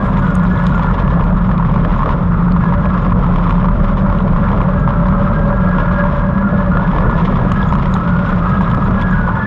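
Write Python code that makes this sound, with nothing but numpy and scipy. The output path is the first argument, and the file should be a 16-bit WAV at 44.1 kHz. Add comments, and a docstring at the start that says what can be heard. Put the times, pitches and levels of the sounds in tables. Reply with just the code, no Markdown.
"""Race car cockpit on a dirt oval

A stripped car at full throttle, heard by a small microphone in a closed housing on the cage.
The engine fires roughly into the bare shell, which booms; ruts shake the body, loose panels rattle and
sing, the gears whine and flying grit ticks on the metal. A gain control evens out the swells and the
peaks are rounded."""
import sys
import numpy as np
from scipy import signal
from scipy.fft import rfft, irfft, next_fast_len
from scipy.io import wavfile
from scipy.ndimage import uniform_filter1d

SR = 44100
rng = np.random.default_rng(int(sys.argv[2]) if len(sys.argv) > 2 else 0)


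def materialize(psi):
    """Save the field psi as 16-bit PCM at rate SR to the path in sys.argv[1].

    A 1-D psi becomes a single channel; in a 2-D psi each row is a channel.
    """
    bounded = np.clip(np.atleast_2d(psi).T, -1, 1)
    quanta = np.round(bounded * 32767).astype(np.int16)
    wavfile.write(sys.argv[1], SR, quanta)


N = 417186
TIME = np.arange(N) / SR

# How rough the track is. Each row: time in seconds, usual rattle level in dB, dirt spray level in dB.
TRACK_SURFACE = [(0, -18.5, -42.5), (.4, -21, -43.5), (.95, -11.5, -42.5), (1.4, -35.5, -47),
                 (2.03, -16, -42), (2.3, -33, -47.5), (2.9, -30, -45.5), (3.5, -18.5, -45),
                 (4.4, -36, -45.5), (4.55, -5, -44.5), (4.75, -30, -47), (5.0, -18.5, -45),
                 (5.5, -24.5, -47.5), (6.0, -13, -44), (6.45, -28, -47), (6.9, -6.5, -42),
                 (7.5, -22.5, -41.5), (8.2, -25, -43.5), (8.85, -17.5, -43.5), (9.46, -31, -42)]
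# The airy hiss of dust on metal. Each row: frequency in Hz, relative level in dB.
DUST_SPECTRUM = [(5000, -14.5), (7000, -1.5), (8500, -2.5), (10000, -7.5), (12000, -16), (15000, -30)]


def engine():
    """The firing tone trembles and surges over a low growl; the roar above puffs with every firing."""
    # The revs. Each row: time in seconds, firings per second, tone level in dB.
    revs = [(0, 202, -15.5), (.25, 180, -16.5), (.42, 179, -11), (1.0, 179, -18.5), (1.3, 181, -14.5),
            (1.7, 165, -12), (2.05, 161, -29), (2.22, 164, -12.5), (2.5, 171, -8.5), (2.9, 184, -18),
            (3.2, 177, -15), (3.6, 184, -13), (3.95, 193, -16), (4.45, 177, -17), (4.75, 183, -15.5),
            (5.1, 186, -14.5), (5.35, 211, -22), (5.7, 177, -10.5), (6.1, 191, -20), (6.55, 187, -12.5),
            (7.2, 192, -18), (7.6, 203, -14), (7.8, 186, -20), (8.05, 176, -16), (8.4, 183, -15.5),
            (8.7, 189, -17), (9.1, 186, -15.5), (9.46, 195, -19.5)]
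    # The growl's fader moves. Each row: time in seconds, level in dB.
    growl_levels = [(0, -26.5), (.5, -29), (1.2, -24), (1.4, -28), (1.9, -24), (2.5, -28.5), (3.0, -25),
                    (3.8, -26.5), (4.5, -25.5), (5.5, -27), (6.5, -27.5), (7.15, -22), (7.6, -26.5),
                    (8.2, -28), (8.7, -24), (9.46, -31)]
    # The growl's low-mid body. Each row: frequency in Hz, relative level in dB.
    growl_spectrum = [(200, -7), (260, -0.5), (340, -6), (450, -2), (570, 0), (700, -4.5), (820, -10),
                      (950, -18)]
    # Engine and wind roar through the housing. Each row: frequency in Hz, relative level in dB.
    roar_spectrum = [(600, -31), (800, -11.5), (1000, 0), (1420, -3.5), (1520, -13), (2000, -21.5),
                     (3000, -37), (7000, -58.5), (9500, -71), (12000, -86)]
    firing_hz, tone_db = in_time(revs)
    phase = 2 * np.pi * np.cumsum(firing_hz + 4.54 * drift(14.02) + 3.996 * drift(3.978)) / SR
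    tone = from_db(tone_db + 2.6 * drift(16)) * np.sin(phase)
    roar_db = -25.5 + 1.7 * np.cos(phase) + 1.2 * drift(19) + 1.4 * drift(27)
    growl_db = in_time(growl_levels)[0] - 2 + 1.3 * drift(7) + 2.4 * drift(20)
    growl = from_db(growl_db) * coloured(growl_spectrum)
    return tone + growl + from_db(roar_db) * coloured(roar_spectrum)


def shell_boom():
    """The bare shell booms in its lowest mode, trembling in pitch and strength."""
    # The boom. Each row: time in seconds, pitch in Hz, level in dB.
    boom = [(0, 46.21, -19), (.55, 43.91, -18.5), (1.2, 38.08, -14), (1.55, 44.58, -18.5),
            (2.0, 39.02, -15), (2.3, 41, -17.5), (3.2, 37.79, -15), (4.0, 39.68, -13), (4.7, 38.86, -16.5),
            (5.1, 37.36, -15.5), (5.6, 40.62, -18), (6.05, 38.09, -16), (6.45, 41.77, -23.5),
            (7.1, 34.92, -16), (7.55, 34.3, -20), (7.8, 35.03, -16), (8.2, 35.46, -23.5),
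            (9.2, 36.77, -18.5), (9.46, 39.2, -36)]
    hz, db = in_time(boom)
    phase = 2 * np.pi * np.cumsum(hz + 2.25 * drift(2.975) + 5.02 * drift(25)) / SR
    return from_db(db) * rms_one(from_db(2.5 * drift(14)) * np.sin(phase))


def rut_rumble():
    """Ruts rumble up through the floor."""
    # The rumble's fader moves. Each row: time in seconds, level in dB.
    levels = [(0, -13.5), (.8, -14), (2.0, -14), (3.2, -14), (4.2, -13.5), (5.5, -14), (6.5, -14),
              (7.15, -12.5), (7.7, -13), (8.3, -15), (8.8, -13.5), (9.46, -15.5)]
    # Its bass weight. Each row: frequency in Hz, relative level in dB.
    spectrum = [(15, -11.5), (28, -8), (60, -2), (110, -2), (150, 1), (185, -0.5), (215, -4.5), (250, -13),
                (340, -22.5), (600, -24.5)]
    return from_db(in_time(levels)[0] + 0.25 * drift(4.1)) * coloured(spectrum)


def loose_rattle():
    """A loose part bounces at an uneven rate; every knock thuds and rings the housing."""
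    # The hardest knocks. Each row: time in seconds, strength in dB, ring focus in Hz.
    hard_knocks = [(0.024, -12.5, 1050), (0.395, -16.5, 1040), (0.476, -16, 1030), (0.599, -14.5, 982),
                   (0.639, -13, 982), (0.667, -14, 1090), (0.745, -11, 1052), (0.778, -10, 1080),
                   (0.794, -9.5, 913), (0.845, -11, 915), (0.911, -8.5, 1040), (0.941, -14, 960),
                   (0.959, -21, 1048), (1.022, -13, 982), (1.044, -10, 1096), (1.078, -8.5, 1056),
                   (1.195, -11, 1020), (1.208, -9, 1080), (1.224, -8, 1020), (1.236, -12, 958),
                   (1.289, -17, 1010), (1.326, -13.5, 903), (1.491, -13, 902), (1.514, -13, 1200),
                   (1.598, -9, 952), (1.625, -9, 1085), (1.649, -11, 1150), (1.695, -15, 1050),
                   (1.712, -14, 934), (1.74, -9.5, 1097), (1.76, -8, 1040), (1.849, -13.5, 1110),
                   (1.905, -14, 912), (1.916, -13, 872), (1.926, -16, 1050), (1.939, -10.5, 1090),
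                   (1.962, -9, 1047), (1.992, -10, 1040), (2.005, -10, 1030), (2.02, -8, 1030),
                   (2.031, -5.5, 1110), (2.059, -8.5, 1160), (2.08, -14, 940), (2.091, -9.5, 996),
                   (2.105, -9, 990), (2.124, -15, 1203), (2.138, -13, 1030), (2.207, -16, 885),
                   (2.4, -25, 1180), (2.482, -10.5, 999), (2.562, -9, 1010), (2.638, -8, 1020),
                   (2.723, -10, 977), (2.739, -8, 1113), (2.846, -12, 1037), (2.86, -9, 1080),
                   (2.949, -19, 1100), (2.977, -11.5, 1130), (3.048, -13, 1020), (3.065, -11.5, 1060),
                   (3.096, -16, 1110), (3.121, -6, 1062), (3.189, -12.5, 999), (3.227, -11, 1042),
                   (3.243, -10, 1000), (3.264, -15, 899), (3.337, -11.5, 993), (3.359, -10, 1100),
                   (3.384, -8.5, 945), (3.439, -21, 1090), (3.467, -11, 1040), (3.477, -11, 1110),
                   (3.494, -8, 1120), (3.508, -12, 1130), (3.525, -7, 1000), (3.54, -16, 985),
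                   (3.554, -16, 1057), (3.581, -13, 912), (3.613, -18, 1022), (3.628, -12, 1056),
                   (3.644, -6.5, 1080), (3.656, -7, 988), (3.685, -8.5, 1020), (3.802, -15.5, 1200),
                   (3.843, -10.5, 1060), (3.971, -14, 1030), (4.021, -14.5, 1080), (4.064, -14, 996),
                   (4.081, -19, 1000), (4.1, -11.5, 934), (4.126, -10, 1118), (4.148, -17, 1040),
                   (4.173, -13, 1120), (4.204, -9, 1025), (4.248, -13, 996), (4.279, -12, 1090),
                   (4.333, -11, 1020), (4.362, -9, 1100), (4.458, -19, 1210), (4.474, -14, 1088),
                   (4.487, -8.5, 1038), (4.504, -9, 1055), (4.53, -10, 990), (4.604, -9, 1030),
                   (4.614, -9, 1110), (4.689, -13, 1060), (4.78, -21, 1110), (4.876, -5, 1005),
                   (4.888, -10, 956), (4.906, -11, 1060), (5.003, -13, 979), (5.057, -10, 1080),
                   (5.068, -12, 944), (5.084, -7.5, 1050), (5.239, -19, 1170), (5.298, -21, 1060),
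                   (5.334, -16, 1246), (5.527, -14, 980.6), (5.606, -16, 1040), (5.727, -14.5, 1097),
                   (5.784, -9, 991), (5.856, -13, 961), (5.88, -13, 1099), (6.008, -11, 1159),
                   (6.038, -6.5, 1039), (6.052, -10, 953), (6.068, -13, 1063), (6.099, -12, 1075),
                   (6.18, -20.5, 1040), (6.238, -16, 1154), (6.289, -14.5, 1040), (6.662, -12, 1110),
                   (6.717, -11, 1140), (6.771, -8, 1190), (6.795, -11, 941), (6.86, -18, 1042),
                   (6.933, -11, 920), (6.984, -5, 1102), (7.007, -10.5, 1030), (7.096, -6, 1048),
                   (7.127, -11, 922), (7.154, -11, 1051), (7.25, -11, 1060), (7.356, -10, 1090),
                   (7.414, -15, 931), (7.517, -9, 1166), (7.628, -12, 969), (7.725, -5, 1080),
                   (7.753, -5.5, 1110), (7.784, -11, 998), (7.795, -10.5, 1100), (7.856, -11, 982),
                   (7.897, -14, 1195), (7.952, -9, 898), (7.965, -10, 1160), (8.0, -18, 1240),
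                   (8.076, -13, 992), (8.292, -16, 988), (8.327, -16, 1247), (8.47, -18, 1246),
                   (8.541, -16, 1230), (8.608, -9, 892.5), (8.677, -10.5, 1184), (8.701, -10, 1157),
                   (8.711, -12, 1006), (8.734, -9, 1090), (8.745, -12, 1202), (8.773, -10, 1040),
                   (8.995, -12, 1072), (9.033, -12.5, 1010), (9.276, -9, 1026), (9.287, -10, 880)]
    # The housing's modes. Each row: pitch in Hz, relative level in dB, seconds to fade by 60 dB.
    housing_modes = [(970, -7, 0.09), (1004, -6.5, 0.026), (1054, -2.5, 0.019), (1105, -6, 0.022),
                     (1206, -5, 0.024), (1210, -4.5, 0.057), (1720, 10, 0.034), (2260, 10.5, .01),
                     (3150, 19.5, .015)]
    bounces_per_s, clearance_s, bounce_cap_db = 72, .011, -15
    hard_s, hard_db, hard_hz = np.transpose(hard_knocks)
    bounce_count = np.cumsum(bounces_per_s * from_db(3 * drift(30) + 2.5 * drift(5))) / SR
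    bounces = np.flatnonzero(np.diff(np.floor(bounce_count)))
    gap_s = np.abs(bounces[:, None] / SR - hard_s).min(axis=1)
    bounces = bounces[gap_s > clearance_s]   # leave room around each hard knock
    bounce_hz = 1016 * np.exp(.07 * rng.standard_normal(N)[bounces])
    bounce_db = in_time(TRACK_SURFACE)[0] + 0.92 * drift(7.2) + 2.8 * rng.standard_normal(N)
    at = np.r_[bounces, (hard_s * SR).astype(int)]
    db = np.r_[np.minimum(bounce_db[bounces], bounce_cap_db), hard_db]
    hz = np.r_[bounce_hz, hard_hz]
    ring = strike(at, db - 8.5, housing_modes, focus_hz=hz, fall_db=27, rise_db=27, spread_db=5.5)
    mount = signal.butter(1, [820, 1500], "band", fs=SR, output="sos")   # passes the ring on softly
    return signal.sosfilt(mount, ring) + thuds(at, db - 1.5, hz)


def thuds(at, db, hz, rise_s=.0014):
    """Each knock is a few cycles that swell and die within milliseconds."""
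    t = np.arange(700) / SR
    burst = t / rise_s * np.exp(1 - t / rise_s) * np.sin(2 * np.pi * hz[:, None] * t)
    out = np.zeros(N + len(t))
    np.add.at(out, at[:, None] + np.arange(len(t)), from_db(db)[:, None] * burst)
    return out[:N]


def floor_pan():
    """The shaken floor pan sings on one note."""
    # The note's fader moves. Each row: time in seconds, level in dB.
    levels = [(0, -32.5), (.3, -31), (1.0, -37.5), (2.5, -42), (2.75, -29), (3.0, -31), (3.3, -40),
              (3.75, -26), (4.3, -29.5), (4.7, -27), (6.0, -25.5), (6.7, -27), (6.9, -33), (7.3, -27.5),
              (7.7, -38.5), (8.0, -29.5), (9.46, -43)]
    return from_db(in_time(levels)[0] + 0.83 * drift(6.1)) * singing(576.2, width_hz=20, steady=.59)


def door_skin():
    """The shaken door skin sings, its note gliding as the body twists."""
    # The door's note. Each row: time in seconds, pitch in Hz, level in dB.
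    glide = [(0, 1633, -31.5), (.3, 1667, -39), (.6, 1701, -34.5), (.73, 1676, -45), (.85, 1744, -34),
             (1.0, 1665, -37), (1.15, 1715, -32), (1.3, 1625, -43), (1.42, 1700, -39), (1.5, 1657, -52),
             (1.6, 1663, -48), (2.15, 1658, -47.5), (2.55, 1667, -55), (2.63, 1682, -31.5),
             (2.72, 1673, -42), (2.78, 1703, -48), (2.85, 1659, -32), (3.05, 1677, -40), (3.25, 1644, -45),
             (4.3, 1642, -54), (4.45, 1665, -37), (4.65, 1643, -50), (4.78, 1636, -31.5), (4.95, 1596, -39),
             (5.35, 1600, -34), (5.5, 1634, -34), (5.77, 1655, -28), (5.87, 1670, -37.5),
             (6.01, 1654, -23.5), (6.12, 1593, -38), (6.3, 1655, -32.5), (6.6, 1695, -31.5),
             (6.72, 1683, -42), (6.85, 1670, -32.5), (7.08, 1732, -35.5), (7.3, 1659, -38),
             (7.5, 1667, -36), (7.61, 1668, -30), (7.7, 1677, -42.5), (8.4, 1640, -41), (8.54, 1630, -29.5),
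             (8.93, 1665, -38), (9.05, 1664, -27), (9.14, 1647, -27), (9.3, 1650, -40), (9.4, 1738, -31.5),
             (9.46, 1715, -24)]
    hz, db = in_time(glide)
    return from_db(db + drift(9)) * singing(hz, width_hz=36, steady=.85)


def gear_whine():
    """Meshing teeth make a rough tone that comes and goes with the load on the wheels."""
    # Spells under load. Each row: start in seconds, length in seconds, pitch in Hz, level in dB.
    under_load = [(.245, 0.02, 1430, -23), (.36, 0.29, 1435, -32), (.74, 0.084, 1395, -23.5),
                  (2.1, 0.56, 1400, -49), (2.75, 0.17, 1375, -47), (3.1, 0.44, 1355, -38.5),
                  (4.8, .2, 1324, -29.5), (5.1, 0.24, 1291, -28), (5.5, 0.16, 1351, -29.5),
                  (5.75, 0.2, 1410, -28), (5.95, 0.095, 1385, -30), (6.43, 0.16, 1393, -28),
                  (6.73, 0.066, 1430, -22.5), (7.03, 0.078, 1432, -26.5), (7.45, 0.31, 1276, -29.5),
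                  (7.9, 0.27, 1295, -28), (8.1, 0.23, 1435, -30), (8.4, 0.17, 1255, -26.5),
                  (8.7, 0.12, 1280, -27.5), (8.95, .1, 1394, -30.5), (9.12, 0.17, 1454, -27),
                  (9.35, 0.11, 1419, -31)]
    hz, gain = spells(under_load)
    return gain * from_db(0.84 * drift(16)) * singing(hz + 14 * drift(5), width_hz=40, steady=.69)


def panel_drone():
    """A narrow panel tone swells once near the end."""
    # The swell. Its row: start in seconds, length in seconds, pitch in Hz, level in dB.
    swell = [(9.2, 0.22, 893, -30)]
    hz, gain = spells(swell)
    return gain * singing(hz, width_hz=5.3, steady=.9)


def flying_grit():
    """Stones crack on sheet metal and scatter weaker chips; fine grains tick, and a few hit fittings."""
    # Stone hits. Each row: time in seconds, strength in dB, focus in Hz, fall above it in dB per octave.
    stones = [(0.073, -45, 4500, 20), (0.1007, -52, 7500, 8), (0.1751, -54, 6300, 2),
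              (0.1901, -52, 8900, -3), (0.2025, -56, 7500, 12), (0.2438, -43, 5300, 12),
              (0.3033, -39, 6300, 18), (0.3532, -41, 4500, -9), (0.3672, -61, 7500, 15),
              (0.3876, -52, 8900, 6), (0.4355, -43, 4500, 3), (0.6375, -41, 4500, 3),
              (0.667, -20, 3800, 14), (0.7502, -48, 5300, 14), (0.8326, -25, 1900, 12),
              (0.9088, -46, 4500, 11), (1.078, -30, 2700, 28), (1.102, -35, 3800, 37),
              (1.2083, -25, 2300, 29), (1.2237, -35, 2700, 20), (1.2387, -23, 2700, 21),
              (1.2531, -46, 5300, 33), (1.5789, -24.5, 3200, 24), (1.7165, -48, 5300, 21),
              (1.9625, -43, 5300, 37), (2.0309, -31, 2700, 27), (2.0703, -47, 4500, 28),
              (2.0912, -24, 3200, 37), (2.1247, -45, 3800, 20), (2.3212, -38, 2700, 21),
              (2.5208, -24, 3800, 34), (2.7378, -40, 3200, 20), (2.8555, -29, 2300, 16),
              (2.9398, -41, 5300, 37), (3.0481, -35, 2700, 36), (3.1054, -22, 2700, 35),
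              (3.1209, -44, 5300, 38), (3.3514, -33, 1900, 20), (3.3828, -32, 2700, 25),
              (3.5075, -20, 2700, 24), (3.524, -35, 3200, 25), (3.541, -46, 4500, 16.5),
              (3.6278, -29, 2700, 28), (3.6437, -35, 3200, 24.5), (3.6572, -26, 2700, 24),
              (3.8014, -53, 6300, 32), (4.0089, -38, 2700, 13), (4.0987, -22, 2700, 32),
              (4.1865, -24, 3200, 42), (4.2039, -35, 3200, 30), (4.2783, -39, 4500, 41),
              (4.3616, -49, 5300, 38), (4.4828, -23, 1900, 24), (4.6155, -22, 2700, 43),
              (4.631, -54, 6300, 12), (4.8904, -25, 3200, 40), (4.9058, -34, 3200, 23),
              (5.068, -35, 3800, 40), (5.0834, -27, 3200, 22), (5.6896, -34, 4500, 35),
              (5.8552, -59, 7500, 19), (7.0944, -54, 4500, 12), (7.1112, -48, 5300, 10),
              (7.2001, -23, 2700, 33), (7.5189, -12.5, 1900, 12), (7.5379, -34, 2300, 8),
              (7.6381, -31, 5300, 38), (7.6895, -40, 6300, 39), (7.7224, -30, 3800, 13),
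              (7.7344, -29, 3800, 17), (7.7524, -26, 3200, 17), (7.7878, -55, 8900, 38),
              (7.797, -42, 3800, 13), (7.8715, -52, 6300, 14), (7.912, -48, 8900, 38), (7.94, -24, 3800, 7),
              (7.9729, -44, 3800, 5), (8.0077, -54, 6300, 6), (8.2642, -59, 7500, 20),
              (8.6124, -37, 4500, 2), (8.7137, -24, 3200, 29), (8.7471, -28, 2700, 12),
              (8.779, -55, 8900, 31), (8.8942, -57, 6300, 16), (9.0135, -23, 3200, 17),
              (9.2065, -56, 6300, 12)]
    # The density of fine grit. Each row: time in seconds, grains per second.
    grain_rates = [(0, 760), (.9, 550), (1.3, 85.5), (6.6, 76), (7.4, 240), (8.9, 420), (9.46, 156)]
    # The sheet metal's modes. Each row: pitch in Hz, relative level in dB, seconds to fade by 60 dB.
    sheet_modes = [(1860, -7.5, 0.014), (2400, -7.5, 0.013), (2900, -8, 0.009), (3400, -10, .007),
                   (3930, -8, 0.0065), (4350, -13, 0.0067), (4900, -10, 0.0095), (5500, -11, 0.004),
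                   (6200, -10.5, 0.0061), (6700, -10, 0.0077), (7800, -11, 0.0058), (8800, -13, 0.005),
                   (10200, -15.5, .004), (12000, -18.5, .003), (14000, -21, .003)]
    strays_per_s, hits_per_stone, scatter_s, scatter_loss_db, ping_share = 2, 6, .0044, 9, .06
    stray_s = np.flatnonzero(rng.random(N) < strays_per_s / SR) / SR
    strays = [(s, -43 + 2.2 * rng.standard_normal(), 2900, 24.5) for s in stray_s]
    stone_s, stone_db, stone_hz, stone_fall_db = np.repeat(list(stones) + strays, hits_per_stone, 0).T
    is_chip = np.arange(len(stone_s)) % hits_per_stone > 0
    lag = rng.random(len(stone_s)) * is_chip
    hits = np.minimum(((stone_s + scatter_s * lag ** 2) * SR).astype(int), N - 1)
    hit_db = stone_db - scatter_loss_db * np.sqrt(lag)
    luck, grain_chance = rng.random(N), in_time(grain_rates)[0] / SR
    grains = np.flatnonzero(luck < grain_chance)
    grain_db = -58 + 3.6 * np.minimum(rng.exponential(1, N), 4)[grains]
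    focus_hz = np.r_[stone_hz, np.full(len(grains), 3500)]
    fall_db = np.r_[stone_fall_db, np.full(len(grains), 14)]
    ticks = strike(np.r_[hits, grains], np.r_[hit_db, grain_db], sheet_modes, focus_hz, fall_db,
                   rise_db=16.5, spread_db=5.5)
    return ticks + dirt_splash(ticks) + fitting_pings(np.flatnonzero(luck < ping_share * grain_chance))


def fitting_pings(grains):
    """Small loose fittings ping when grit finds them: a few clear hits among faint random ones."""
    # The fittings. Each row: pitch in Hz, relative level in dB, seconds to fade by 60 dB.
    fittings = [(3370, 0.5, .03), (3630, -2, 0.018), (3860, -5, .03), (4750, -14, 0.022),
                (5200, -16.5, .025), (6800, -14, .04)]
    # The clearest pings. Each row: time in seconds, strength in dB, ring focus in Hz.
    accents = [(.255, -38, 5100), (.345, -34, 6800), (.575, -33, 3544), (.59, -41.5, 6800),
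               (4.098, -33, 4760), (6.9, -39, 3600), (7.178, -35, 3600), (7.35, -39, 3953),
               (7.618, -28, 4900), (7.628, -27, 3393), (7.674, -34, 6800), (7.69, -33, 6800),
               (7.687, -32.5, 3370), (8.008, -40, 5200), (8.283, -36, 3593), (8.572, -34, 3500),
               (8.626, -44, 6800), (8.645, -33, 3950), (8.778, -38, 3960), (8.893, -46, 6800)]
    s, db, hz = np.transpose(accents)
    clear = strike((s * SR).astype(int), db, fittings, focus_hz=hz, fall_db=42, rise_db=42, spread_db=0)
    return clear + strike(grains, -51, fittings, spread_db=7.5)


def dirt_spray(rattle):
    """Dirt hisses on the body in gusts; every knock shakes an extra burst out of the panels."""
    # The spray's bite. Each row: frequency in Hz, relative level in dB.
    spectrum = [(1200, -11.5), (1900, 3.5), (2700, -4.5), (3500, -5.5), (4500, -20.5), (5300, -20),
                (6300, -29.5), (6900, -29.5), (8000, -44.5), (12000, -60.5)]
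    bursts = 1 + 8.8 * np.sqrt(np.abs(uniform_filter1d(rattle ** 2, size=90)))
    gust_db = in_time(TRACK_SURFACE)[1] + 2.2 * drift(18) + 1.8 * drift(22)
    return from_db(gust_db) * bursts * coloured(spectrum)


def dirt_splash(ticks, tail_s=.008):
    """The dirt that comes with a stone hisses after it, following the top end of each tick."""
    treble = signal.sosfilt(signal.butter(2, 6000, "high", fs=SR, output="sos"), ticks)
    fade = np.exp(-1 / (tail_s * SR))
    envelope = np.sqrt(signal.lfilter([1 - fade], [1, -fade], treble ** 2))
    return from_db(-15) * envelope * coloured(DUST_SPECTRUM)


def fine_dust():
    """The finest dust brushes the body with a faint, flickering hiss."""
    # The dust's fader moves. Each row: time in seconds, level in dB.
    levels = [(0.0, -72), (0.29, -68), (0.45, -74.5), (0.89, -74), (1.13, -80), (1.29, -88), (1.74, -85),
              (2.32, -83), (2.85, -80), (3.87, -85.5), (5.66, -80), (5.95, -86), (6.46, -83), (6.9, -81),
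              (7.51, -84.5), (7.67, -79), (7.88, -77), (8.03, -77), (8.93, -78), (9.46, -80)]
    return from_db(in_time(levels)[0] + 2.5 * drift(8) + 2.5 * drift(30)) * coloured(DUST_SPECTRUM)


def strike(at, db, modes, focus_hz=1000, fall_db=0, rise_db=0, spread_db=2):
    """Blows at samples `at` ring every mode, less by fall_db per octave above the focus, rise_db below."""
    out, luck = np.zeros(N), rng.standard_normal((len(at), len(modes)))
    for k, (hz, level_db, t60) in enumerate(modes):
        clicks, octaves = np.full(N, 1e-18), np.log2(hz / focus_hz)
        off_db = np.where(octaves > 0, fall_db * octaves, -rise_db * octaves)
        np.add.at(clicks, at, from_db(db + level_db - off_db + spread_db * luck[:, k]) * (-1) ** k)
        r, w = from_db(-60 / (t60 * SR)), 2 * np.pi * hz / SR
        soft = np.exp(-w)   # the contact lasts long enough to round off everything above the mode
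        poles = np.convolve([1, -2 * r * np.cos(w), r * r], [1, -2 * soft, soft * soft])
        out += signal.lfilter([0, 2 * (1 - soft) ** 2 * np.sin(w)], poles, clicks)
    return out


def singing(hz, width_hz, steady):
    """Noise in a narrow resonance, with a share of steady tone; rms 1."""
    r = np.exp(-2 * np.pi * width_hz / SR)
    wobble = signal.lfilter([1], [1, -2 * r, r * r], rng.standard_normal((2, N)))
    wobble = steady + (wobble[0] + 1j * wobble[1]) / wobble.std()
    return rms_one(np.real(wobble * np.exp(2j * np.pi * np.cumsum(hz + np.zeros(N)) / SR)))


def spells(rows, swell_s=.03, fade_s=.13):
    """Pitch and gain of a tone that swells, holds and fades once for each row."""
    start, length, hz, db = np.transpose(rows)[:, :, None]
    t = TIME[::64]
    shape = np.clip(np.minimum((t - start) / swell_s + 1, (start + length - t) / fade_s + 1), 0, 1)
    current = np.maximum(np.searchsorted(start[:, 0] - swell_s, TIME) - 1, 0)
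    return hz[current, 0], np.interp(TIME, t, np.max(from_db(db) * shape, axis=0))


def coloured(spectrum):
    """Noise with the given spectrum, falling away outside it; rms 1."""
    size = next_fast_len(N)
    hz, db = np.transpose([(5, -80)] + list(spectrum) + [(20000, -110)])
    gain = from_db(np.interp(np.log(np.arange(size // 2 + 1) * SR / size + 1), np.log(hz), db))
    return rms_one(irfft(rfft(rng.standard_normal(size)) * gain, size)[:N])


def drift(rate_hz):
    """A smooth random wander with a spread of 1: coarse noise, low-passed at rate_hz."""
    r = np.exp(-40 * np.pi * rate_hz / SR)
    slow = signal.lfilter([1], [1, -2 * r, r * r], rng.standard_normal(N // 20 + 4002))[4000:]
    return np.interp(np.arange(N) / 20, np.arange(len(slow)), rms_one(slow))


def in_time(rows):
    """Each column after a table's times as a curve over all samples."""
    s, *columns = np.transpose(rows)
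    return [np.interp(TIME, s, c) for c in columns]


def from_db(db):
    """Decibels to gain."""
    return np.exp(np.asarray(db) * np.log(10) / 20)


def rms_one(x):
    """Scale to rms 1."""
    return x / np.sqrt(np.mean(x ** 2) + 1e-20)


def scene():
    """All sources at the one microphone."""
    car = engine() + shell_boom() + floor_pan() + door_skin() + panel_drone()
    rattle = loose_rattle()
    track = rattle + dirt_spray(rattle) + fine_dust() + rut_rumble()
    return (car + track + gear_whine() + flying_grit())[None]


def record(dry):
    """Subsonics are cut, a fast gain control evens out the swells, peaks are rounded, the top is cut."""
    threshold, ceiling, cutoff_hz = .28, .9, 15400
    edge_fade = np.minimum(1, np.minimum(TIME, TIME[::-1]) / .002)
    x = signal.sosfilt(signal.butter(2, 22, "high", fs=SR, output="sos"), dry * edge_fade)
    level = np.sqrt(uniform_filter1d(x ** 2, size=900) + 1e-9)
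    x = x * np.minimum(1, (level / threshold) ** -.3)
    rounded = ceiling * np.tanh(x / ceiling)
    return signal.sosfilt(signal.cheby2(12, 70, cutoff_hz, fs=SR, output="sos"), rounded)


dry = scene()
out = record(dry)
materialize(out)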